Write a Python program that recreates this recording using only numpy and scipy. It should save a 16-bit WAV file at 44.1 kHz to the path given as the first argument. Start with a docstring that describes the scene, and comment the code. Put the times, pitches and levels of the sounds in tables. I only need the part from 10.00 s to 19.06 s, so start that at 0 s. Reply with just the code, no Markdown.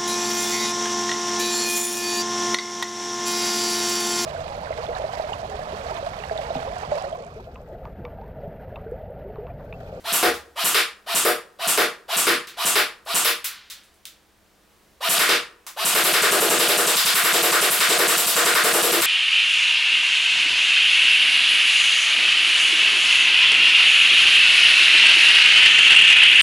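"""An electric airsoft gun fires at a paper target on a box trap in an echoing lane: seven singles, a double,
full auto. The motor winds up with scraping, whining gears; the piston slams with a short spring ping, and pop
and puff leave the muzzle. A tenth of a second after the slam the pellet snaps, cracks and thuds at the trap,
and modes ring as its panels. Stray pellets and small clicks are struck resonances; shaped noise makes the range
air and the stereo lane. The recorder's limiter ducks around loud bursts."""
import sys
import numpy as np
from scipy import signal
from scipy.fft import rfft, irfft
from scipy.io import wavfile
from scipy.ndimage import uniform_filter1d, minimum_filter1d

SR = 44100
rng = np.random.default_rng(int(sys.argv[2]) if len(sys.argv) > 2 else 0)


def transcribe(u):
    """Save the signal u as a 16-bit wav file named by the first command-line argument.

    u: samples, shape (n,) or (channels, n), limited to [-1, 1]; the rate is SR.
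    q: integer samples, one column per channel.
    """
    v = np.clip(np.atleast_2d(u).T, -1, 1)
    q = np.round(v * 32767).astype(np.int16)
    wavfile.write(sys.argv[1], SR, q)


N = 399525
TIME = np.arange(N) / SR
FLIGHT_S = .1  # from piston slam to pellet strike


def from_db(db):
    """Decibels to gain."""
    return 10 ** (np.asarray(db) / 20)


def at_hz(points, hz, axis=1):
    """One column of a table, read on a log-frequency axis."""
    rows = np.array(points, float)
    return np.interp(np.log(np.maximum(hz, 1)), np.log(rows[:, 0]), rows[:, axis])


def unit_energy(x):
    """Scale a sound or response to unit energy; such a response passes white noise at the same level."""
    return x / np.sqrt(np.sum(x ** 2) + 1e-20)


def add(track, s, sound):
    """Mix a sound into a track at a given time."""
    start = int(round(s * SR))
    part = track[..., start:start + sound.shape[-1]]
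    part += sound[..., :part.shape[-1]]


def filtered(x, order, edge_hz, kind):
    """Butterworth filter with the given edge or edges."""
    return signal.sosfilt(signal.butter(order, edge_hz, kind, fs=SR, output="sos"), x)


def coloured(x, spectrum, size=4096):
    """Pass a sound through a causal (minimum-phase) body with this spectrum."""
    cepstrum = irfft(np.log(from_db(at_hz(spectrum, np.fft.rfftfreq(size, 1 / SR)))))
    # folding the cepstrum onto positive time makes the phase minimal
    cepstrum[1:size // 2] *= 2
    cepstrum[size // 2 + 1:] = 0
    body = unit_energy(irfft(np.exp(rfft(cepstrum))))
    return signal.oaconvolve(x, body)[:N]


def resonance(x, hz, q):
    """A resonance of gain 1 at its top."""
    return signal.lfilter(*signal.iirpeak(hz, q, fs=SR), x)


def ring(hz, t60, size=20000):
    """One decaying sine mode."""
    return from_db(-60 * TIME[:size] / t60) * np.sin(2 * np.pi * hz * TIME[:size])


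def blow(bounce_s, firmness, count=4, size=8192):
    """A chattering contact: lossless loops of chance length spread it without colouring it; unit energy."""
    delays = bounce_s * rng.uniform(.2, 1.8, (count, 1)) * SR
    loop = np.exp(-2j * np.pi * np.fft.rfftfreq(size) * np.ceil(delays))
    return irfft(np.prod((firmness + loop) / (1 + firmness * loop), axis=0))


# Spectrum of the range air: hz, level_db (relative).
AIR_SPECTRUM = [(15, -18), (25, -7.5), (70, -3.5), (114, -11.5), (175, -11), (212, -3.5), (242, -18),
                (301, -7), (384, -9.5), (962, -13.5), (16000, -28.5)]
# Level of the range air over time: time_s, level_db.
AIR_LEVEL = [(0, -52), (.6, -60.5), (4.45, -60), (4.8, -58), (5.6, -60.5)]


def background(side_db=-9):
    """Faint air noise of the range: noise with a slowly changing level and a weaker stereo side."""
    mid, side = (coloured(white, AIR_SPECTRUM) for white in rng.standard_normal((2, N)))
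    stereo = mid + from_db(side_db) * side * [[1], [-1]]
    return from_db(np.interp(TIME, *np.transpose(AIR_LEVEL))) * stereo


# Reverberation of the shooting lane: hz, t60_s, lingering_tail_db, side_db (against mid).
LANE = [(149, 0.34, -19, -16), (450, 0.21, -17, -13), (1400, 0.28, -20, -7.5), (4550, 0.27, -38, -8),
        (7050, 0.26, -41, -5.5), (10000, 0.23, -32.5, -19), (14000, 0.2, -63, -48)]


def lane_response(build_s, linger_t60=0.64, hold_s=0.019, size=44100):
    """Diffuse stereo reverberation: it builds up, holds briefly, dies band by band, with a fainter tail."""
    t, hz = TIME[:size], np.fft.rfftfreq(size, 1 / SR)
    noise, out = rfft(rng.standard_normal((2, size))), 0
    edges = np.append(0, np.geomspace(125, SR / 2, 16))
    for low, high in zip(edges, edges[1:]):
        centre = (low + high) / 2
        mid, side = irfft(noise * ((hz >= low) & (hz < high)), size)
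        early = from_db(-60 * np.maximum(t - hold_s, 0) / at_hz(LANE, centre))
        late = from_db(at_hz(LANE, centre, axis=2) - 60 * t / linger_t60)
        fade = np.hypot(early, late) * (1 - np.exp(-t / build_s))
        width = from_db(at_hz(LANE, centre, axis=3)) * np.array([[1], [-1]])
        stereo = unit_energy(mid * fade) + width * unit_energy(side * fade)
        out = out + np.sqrt(2 * (high - low) / SR) * stereo
    return out


def in_lane(x, response, direct_db):
    """The direct sound plus its reverberation; their balance sets how distant it seems at the microphone."""
    return from_db(direct_db) * x + signal.oaconvolve(x[None], response, axes=1)[:, :len(x)]


# Held fire: the cycle slows a little as the battery sags;
# the first cycle is longer, the motor not yet at full speed.
CYCLE_S, FRESH_BATTERY_S, SAG_ROUNDS, FIRST_LAG_S = .09363, .00255, 10.4, .0048


def slam_times(first_s, rounds):
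    """When the piston slams during one pull of the trigger."""
    k = np.arange(rounds - 1)
    cycles = CYCLE_S - FRESH_BATTERY_S * np.exp(-k / SAG_ROUNDS) + FIRST_LAG_S * (k == 0)
    return first_s + np.append(0, np.cumsum(cycles))


# Crack pitch of a solid hit; less boom makes the crack higher.
SOLID_BOOM_DB, SOLID_CRACK_HZ, CRACK_OCTAVES_PER_DB = 19, 2100, 0.05
# Each dB the aim takes from the boom raises the boom's pitch and the pellet's snap.
BOOM_OCTAVES_PER_DB, SNAP_DB_PER_DB = .02, 0.74
# Chance spread from round to round after the first of a pull (standard deviations).
CRACK_SCATTER_DB, BOOM_SCATTER_DB, SNAP_SCATTER_DB = 4, 0.9, 6
PITCH_SCATTER_OCTAVES = [0.34, 0.12, 0.24]  # crack, boom, piston: standard deviations, in octaves
# In held fire the crack creeps up in pitch as the pellets chew through the same spot.
WEAR_OCTAVES_PER_ROUND = 0.01
# Trigger pulls, levels relative: first_slam_s, rounds, gears_db, crack_db, boom_db, boom_hz,
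# pellet_snap_db, piston_snap_hz.
PULLS = [(0.1275, 1, -25, 16.5, 23, 460, 8, 11300), (0.6447, 1, -23.5, 20.5, 14.5, 666, 11, 11100),
         (1.1496, 1, -25, 16.5, 22.5, 540, 16.5, 8900), (1.675, 1, -25.5, 19, 21.5, 450, 11.5, 9200),
         (2.1684, 1, -22.5, 20.5, 19.5, 383, 12, 8700), (2.655, 1, -23.5, 19.5, 16.5, 490, 11, 8750),
         (3.146, 1, -25.5, 17.5, 12, 540, 17, 8600), (5.0932, 2, -22, 25.5, 19, 450, 12, 10600),
         (5.8505, 35, -23.5, 21.5, 23.5, 485, 8, 9700)]
# Wandering aim in full auto, which changes the boom: time_s, boom_change_db.
AIM = [(5.85, -3), (6.2, 0.5), (6.7, -0.5), (6.87, -15), (7.12, -7), (7.25, -0.5), (7.52, -2),
       (7.63, -12.5), (7.89, 1.5), (8.0, -8.5), (8.17, -10.5), (8.27, -1.5), (8.65, 0.5), (8.83, -1),
       (8.92, -11)]


def fire():
    """Every round fired: (slam s, crack dB, boom dB, crack Hz, boom Hz, pellet's snap dB, piston's snap Hz)."""
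    shots = []
    for first_s, rounds, _, crack_db, boom_db, boom_hz, snap_db, piston_hz in PULLS:
        for k, s in enumerate(slam_times(first_s, rounds)):
            luck = rng.uniform(-1, 1, 6) * np.sqrt(3) * (k > 0)
            crack_luck, boom_luck, snap_luck = luck[:3]
            crack_shift, boom_shift, piston_shift = 2 ** (luck[3:] * PITCH_SCATTER_OCTAVES)
            aim_db = np.interp(s, *np.transpose(AIM), left=0)
            lighter_db = SOLID_BOOM_DB - boom_db - aim_db
            crack_octaves = CRACK_OCTAVES_PER_DB * lighter_db + WEAR_OCTAVES_PER_ROUND * k
            shots.append((s,
                          crack_db + CRACK_SCATTER_DB * crack_luck,
                          boom_db + aim_db + BOOM_SCATTER_DB * boom_luck,
                          SOLID_CRACK_HZ * 2 ** crack_octaves * crack_shift,
                          boom_hz * 2 ** (-BOOM_OCTAVES_PER_DB * aim_db) * boom_shift,
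                          snap_db - SNAP_DB_PER_DB * aim_db + SNAP_SCATTER_DB * snap_luck,
                          piston_hz * piston_shift))
    return shots


# The motor runs this long before a pull's first slam and after its last.
WIND_UP_S, RUN_ON_S = .0888, .008
# Spectrum of the scraping gearbox: hz, level_db (relative).
GEARBOX = [(120, -31.5), (280, -34), (400, -7), (520, -29), (680, 10.5), (850, -4), (1200, 0), (2200, -3.5),
           (3000, 2.5), (4500, -1), (6300, -12), (12000, -9.5), (16000, -20)]


def motor(mesh_hz=2200, spin_up_s=.075, head_start_s=.016, load_sag=.25, wobble=0.07, swell_s=0.019,
          whine_db=-7.5, whine_swell_s=0.022, whine_fade_s=0.082, casing_hz=600):
    """Gear teeth scrape and whine: they mesh faster as the motor spins up and sag near each slam under load."""
    grind, whine = np.zeros(N), np.zeros(N)
    for first_s, rounds, level_db, *_ in PULLS:
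        slams = slam_times(first_s, rounds)
        on, off = first_s - WIND_UP_S, slams[-1] + RUN_ON_S
        t = TIME[:int((off - on) * SR)]
        since_slam = (on + t)[:, None] - slams
        load = np.exp(-np.min(np.abs(since_slam), axis=1) / .02)
        shake, bite = uniform_filter1d(rng.standard_normal((2, len(t))), size=100) * 10
        spin_up = 1 - np.exp(-(t + head_start_s) / spin_up_s)
        speed = spin_up * (1 - load_sag * load) * (1 + wobble * shake)
        turn = 2 * np.pi * np.cumsum(mesh_hz * speed) / SR
        scrape = rng.standard_normal(len(t)) * (1 + 0.75 * np.sin(turn))
        scrape = scrape * (1 - np.exp(-(t + 0.00052) / swell_s))
        add(grind, on, from_db(level_db) * scrape)
        # the whine is rough, and strongest while the motor accelerates
        tone = (np.sin(turn) + 0.44 * np.sin(2 * turn)) * (1 + .5 * bite)
        envelope = 2 * (1 - np.exp(-t / whine_swell_s)) * np.exp(-t / whine_fade_s)
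        add(whine, on, from_db(level_db + whine_db) * tone * envelope)
    return coloured(grind, GEARBOX), filtered(whine, 2, casing_hz, "high")


# Spectrum of the piston slam: hz, level_db (relative).
SLAM = [(70, -38), (150, -8), (300, -0.5), (800, 3.5), (1300, 6.5), (2200, 1), (2800, 6), (4500, -0.5),
        (6200, 0), (7400, 4), (9200, 2), (10400, -1), (12200, 4), (14000, -5.5), (16000, -7.5)]


def piston(shots, slam_db=23.5, scatter_db=.5, snap_gain=0.78, snap_q=3):
    """The piston slams into the cylinder head: a chattering blow with a bright resonant snap."""
    out = np.zeros(N)
    for s, *_, snap_hz in shots:
        force = blow(bounce_s=.0004, firmness=0.72)
        force = force + snap_gain * resonance(force, snap_hz, snap_q)
        add(out, s, from_db(slam_db + scatter_db * rng.standard_normal()) * unit_energy(force))
    return coloured(out, SLAM)


# Returns of the muzzle's puff from the lane walls: delay_s, level_db.
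ECHOES = [(0.044, -48), (0.068, -40)]


def muzzle(shots, pop_db=9, pop_hz=8500, pop_t60=0.00023, ping_db=3, ping_hz=9100, ping_t60=0.0057,
           puff_db=-17, puff_hz=180, puff_t60=0.052, lead_s=0.00507):
    """Decaying modes: a sharp pop, the spring's short ping and, slightly ahead, a low puff that the walls
    return."""
    out = np.zeros(N)
    puff = filtered(from_db(puff_db) * ring(puff_hz, puff_t60), 4, 150, "high")
    pop = from_db(pop_db) * ring(pop_hz, pop_t60, size=1000)
    ping = from_db(ping_db) * ring(ping_hz, ping_t60, size=1000)
    for s, *_ in shots:
        add(out, s, pop + ping)
        # the first arrival is the direct puff
        for delay, echo_db in [(0.00053, 0.024)] + list(ECHOES):
            add(out, s - lead_s + delay, from_db(echo_db) * puff)
    return out


# Spectrum of the crack against the trap: hz, level_db (relative).
HIT = [(80, -57), (220, -19.5), (400, -9), (700, -16.5), (930, 1.5), (1400, 4), (2200, -2.5), (3500, -1.5),
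       (5000, -0.5), (6400, -8), (8500, -4.5), (12500, -8), (16000, -18)]


def pellet_hits(shots, crack_gain=2.53, crack_q=1.25, thud_db=-8, thud_q=1.84, snap_hz=11500, snap_q=3.0):
    """Each pellet snaps through the paper, cracks on the trap and thuds into the box: resonant short blows."""
    cracks, others = np.zeros(N), np.zeros(N)
    for s, crack_db, boom_db, crack_hz, boom_hz, snap_db, _ in shots:
        force = blow(bounce_s=.0008, firmness=0.76)
        crack = force + crack_gain * resonance(force, crack_hz, crack_q)
        add(cracks, s + FLIGHT_S, from_db(crack_db) * unit_energy(crack))
        thud = resonance(resonance(force, boom_hz, thud_q), boom_hz, 0.7)
        snap = blow(bounce_s=0.00027, firmness=0.86)
        snap = resonance(resonance(snap, snap_hz, snap_q), snap_hz, 0.71)
        add(others, s + FLIGHT_S, from_db(boom_db + thud_db) * unit_energy(thud))
        add(others, s + FLIGHT_S, from_db(snap_db) * unit_energy(snap))
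    return coloured(cracks, HIT) + others


# Ringing panels of the box trap: pitch_hz, level_db (relative), t60_s.
BOX = [(301.4, -9.5, 0.15), (344.6, -2.5, 0.2), (396.5, 1, 0.2), (453, 1, 0.19), (478, 5.5, 0.22),
       (607, -2, 0.21), (655.4, 4.5, 0.13), (723, -1.5, 0.19), (834, 1, .18), (1068, -4, .18),
       (1208, -2.5, 0.21), (1285, -0.5, 0.26), (1366, -5, 0.2), (1380, -9, 0.15), (1642, 2, 0.19)]


def box_boom(shots, boom_db=-2.5, scatter_db=3.0, octave_db=-3, swell_s=0.008, size=18000):
    """The panels take up the blow and ring, favouring modes near the hit's pitch, differently each time."""
    out, t = np.zeros(N), TIME[:size]
    hz, mode_db, t60 = np.transpose(BOX)
    decay = from_db(-60 * t / t60[:, None])
    modes = decay * np.exp(2j * np.pi * hz[:, None] * t) * (1 - np.exp(-t / swell_s))
    for s, _, level_db, _, boom_hz, *_ in shots:
        luck, phase = rng.standard_normal((2, len(BOX)))
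        octaves_away = np.abs(np.log2(hz / boom_hz))
        strength = from_db(mode_db + scatter_db * luck + octave_db * octaves_away)
        panels = np.real((strength * np.exp(2j * np.pi * phase)) @ modes)
        add(out, s + FLIGHT_S, from_db(level_db + boom_db) * unit_energy(panels))
    return out


# Low hum of the box after the first hit: start_s, pitch_hz, level_db, t60_s.
RUMBLE = [(.228, 68.5, -44.5, 1), (.228, 85, -49.5, 0.98)]


def rumble():
    """The deepest modes of the mounted box, as decaying sines."""
    out = np.zeros(N)
    for s, hz, level_db, t60 in RUMBLE:
        add(out, s, from_db(level_db) * ring(hz, t60, size=50000))
    return out


# Stray pellets and small clicks, levels relative: start_s, level_db, resonance_hz, lower_edge_hz,
# direct_db, ringing_db.
CLICKS = [(.341, -8.5, 4000, 2500, -6, -30), (2.4715, -10, 3480, 1500, -9, 1),
          (3.052, -22, 11000, 6000, -11, -30), (3.443, 5.5, 12500, 1800, -14, -4),
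          (3.7, -5.5, 3870, 2220, -12, -5.5), (3.835, -28, 9000, 3000, -9, -20),
          (3.941, -35, 9000, 3000, -5, -17), (4.0538, -10, 3440, 2500, -1, -9.5),
          (5.666, -4, 1060, 815, -10, -34)]


def small_clicks(response, body_gain=1.25, top_hz=13000, sheet_t60=0.62, sheet_band_hz=(1200, 4600), size=30000):
    """Hard little contacts, each with its own resonance and distance, plus the shiver of a metal sheet."""
    out = np.zeros((2, N))
    for s, level_db, body_hz, low_hz, direct_db, ringing_db in CLICKS:
        force = np.zeros(size)
        add(force, 0, blow(bounce_s=0.00018, firmness=0.73))
        force = force + body_gain * resonance(force, body_hz, 3)
        force = filtered(force, 2, low_hz, "high")
        force = filtered(force, 1, top_hz, "low")
        # the sheet's modes lie too close to be heard apart, so decaying noise stands for them
        sheet = rng.standard_normal(size) * from_db(-60 * TIME[:size] / sheet_t60)
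        sheet = filtered(sheet, 3, sheet_band_hz, "band")
        click = in_lane(unit_energy(force), response, direct_db)
        add(out, s, from_db(level_db) * (click + from_db(ringing_db) * unit_energy(sheet)))
    return out


def scene():
    """Gun and target stand at different places in the lane, so each has its own reverberation."""
    from_gun, from_target = lane_response(build_s=0.0045), lane_response(build_s=0.00088)
    shots = fire()
    grind, whine = motor()
    gears = in_lane(grind, from_gun, direct_db=-11)
    gears = gears + in_lane(whine, from_db(-7.5) * from_gun, direct_db=1.0)
    gun = gears + in_lane(piston(shots), from_gun, direct_db=-13.5) + muzzle(shots)
    boom = in_lane(box_boom(shots), from_db(-7.0) * from_target, direct_db=-1.5)
    boom = boom * from_db([[.6], [-.6]])  # leans slightly left
    target = in_lane(pellet_hits(shots), from_target, direct_db=-10.5) + boom + rumble()
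    return (gun + target) * from_db([[.15], [-.15]]) + small_clicks(from_target) + background()


def released(over_db, db_per_s):
    """Hold each excess and let it fall at a steady rate."""
    return np.maximum.accumulate(np.maximum(over_db, 0) + db_per_s * TIME) - db_per_s * TIME


def smoothed_db(power, size):
    """Running mean power in decibels."""
    return 10 * np.log10(np.abs(uniform_filter1d(power, size=size)) + 1e-12)


def record(dry, burst_db=-13.5, fast_db_per_s=1500, loud_db=-13.5, slow_db_per_s=150, cutoff_hz=15900):
    """A look-ahead limiter and a slower compressor, both treble-weighted; peaks are rounded, the top is cut."""
    power = np.mean(dry ** 2 + np.diff(dry, prepend=0) ** 2, axis=0)
    # the running maximum sees about 2 ms ahead
    ahead = -minimum_filter1d(-smoothed_db(power, 60), size=90, origin=-44)
    fast = released(ahead - burst_db, fast_db_per_s)
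    slow = released(smoothed_db(power, 300) - loud_db, slow_db_per_s)
    limited = dry * from_db(-uniform_filter1d(np.maximum(fast, slow), size=30))
    top_cut = signal.ellip(12, .1, 80, cutoff_hz, fs=SR, output="sos")
    return signal.sosfilt(top_cut, np.tanh(limited))


dry = scene()
out = record(dry)
transcribe(out)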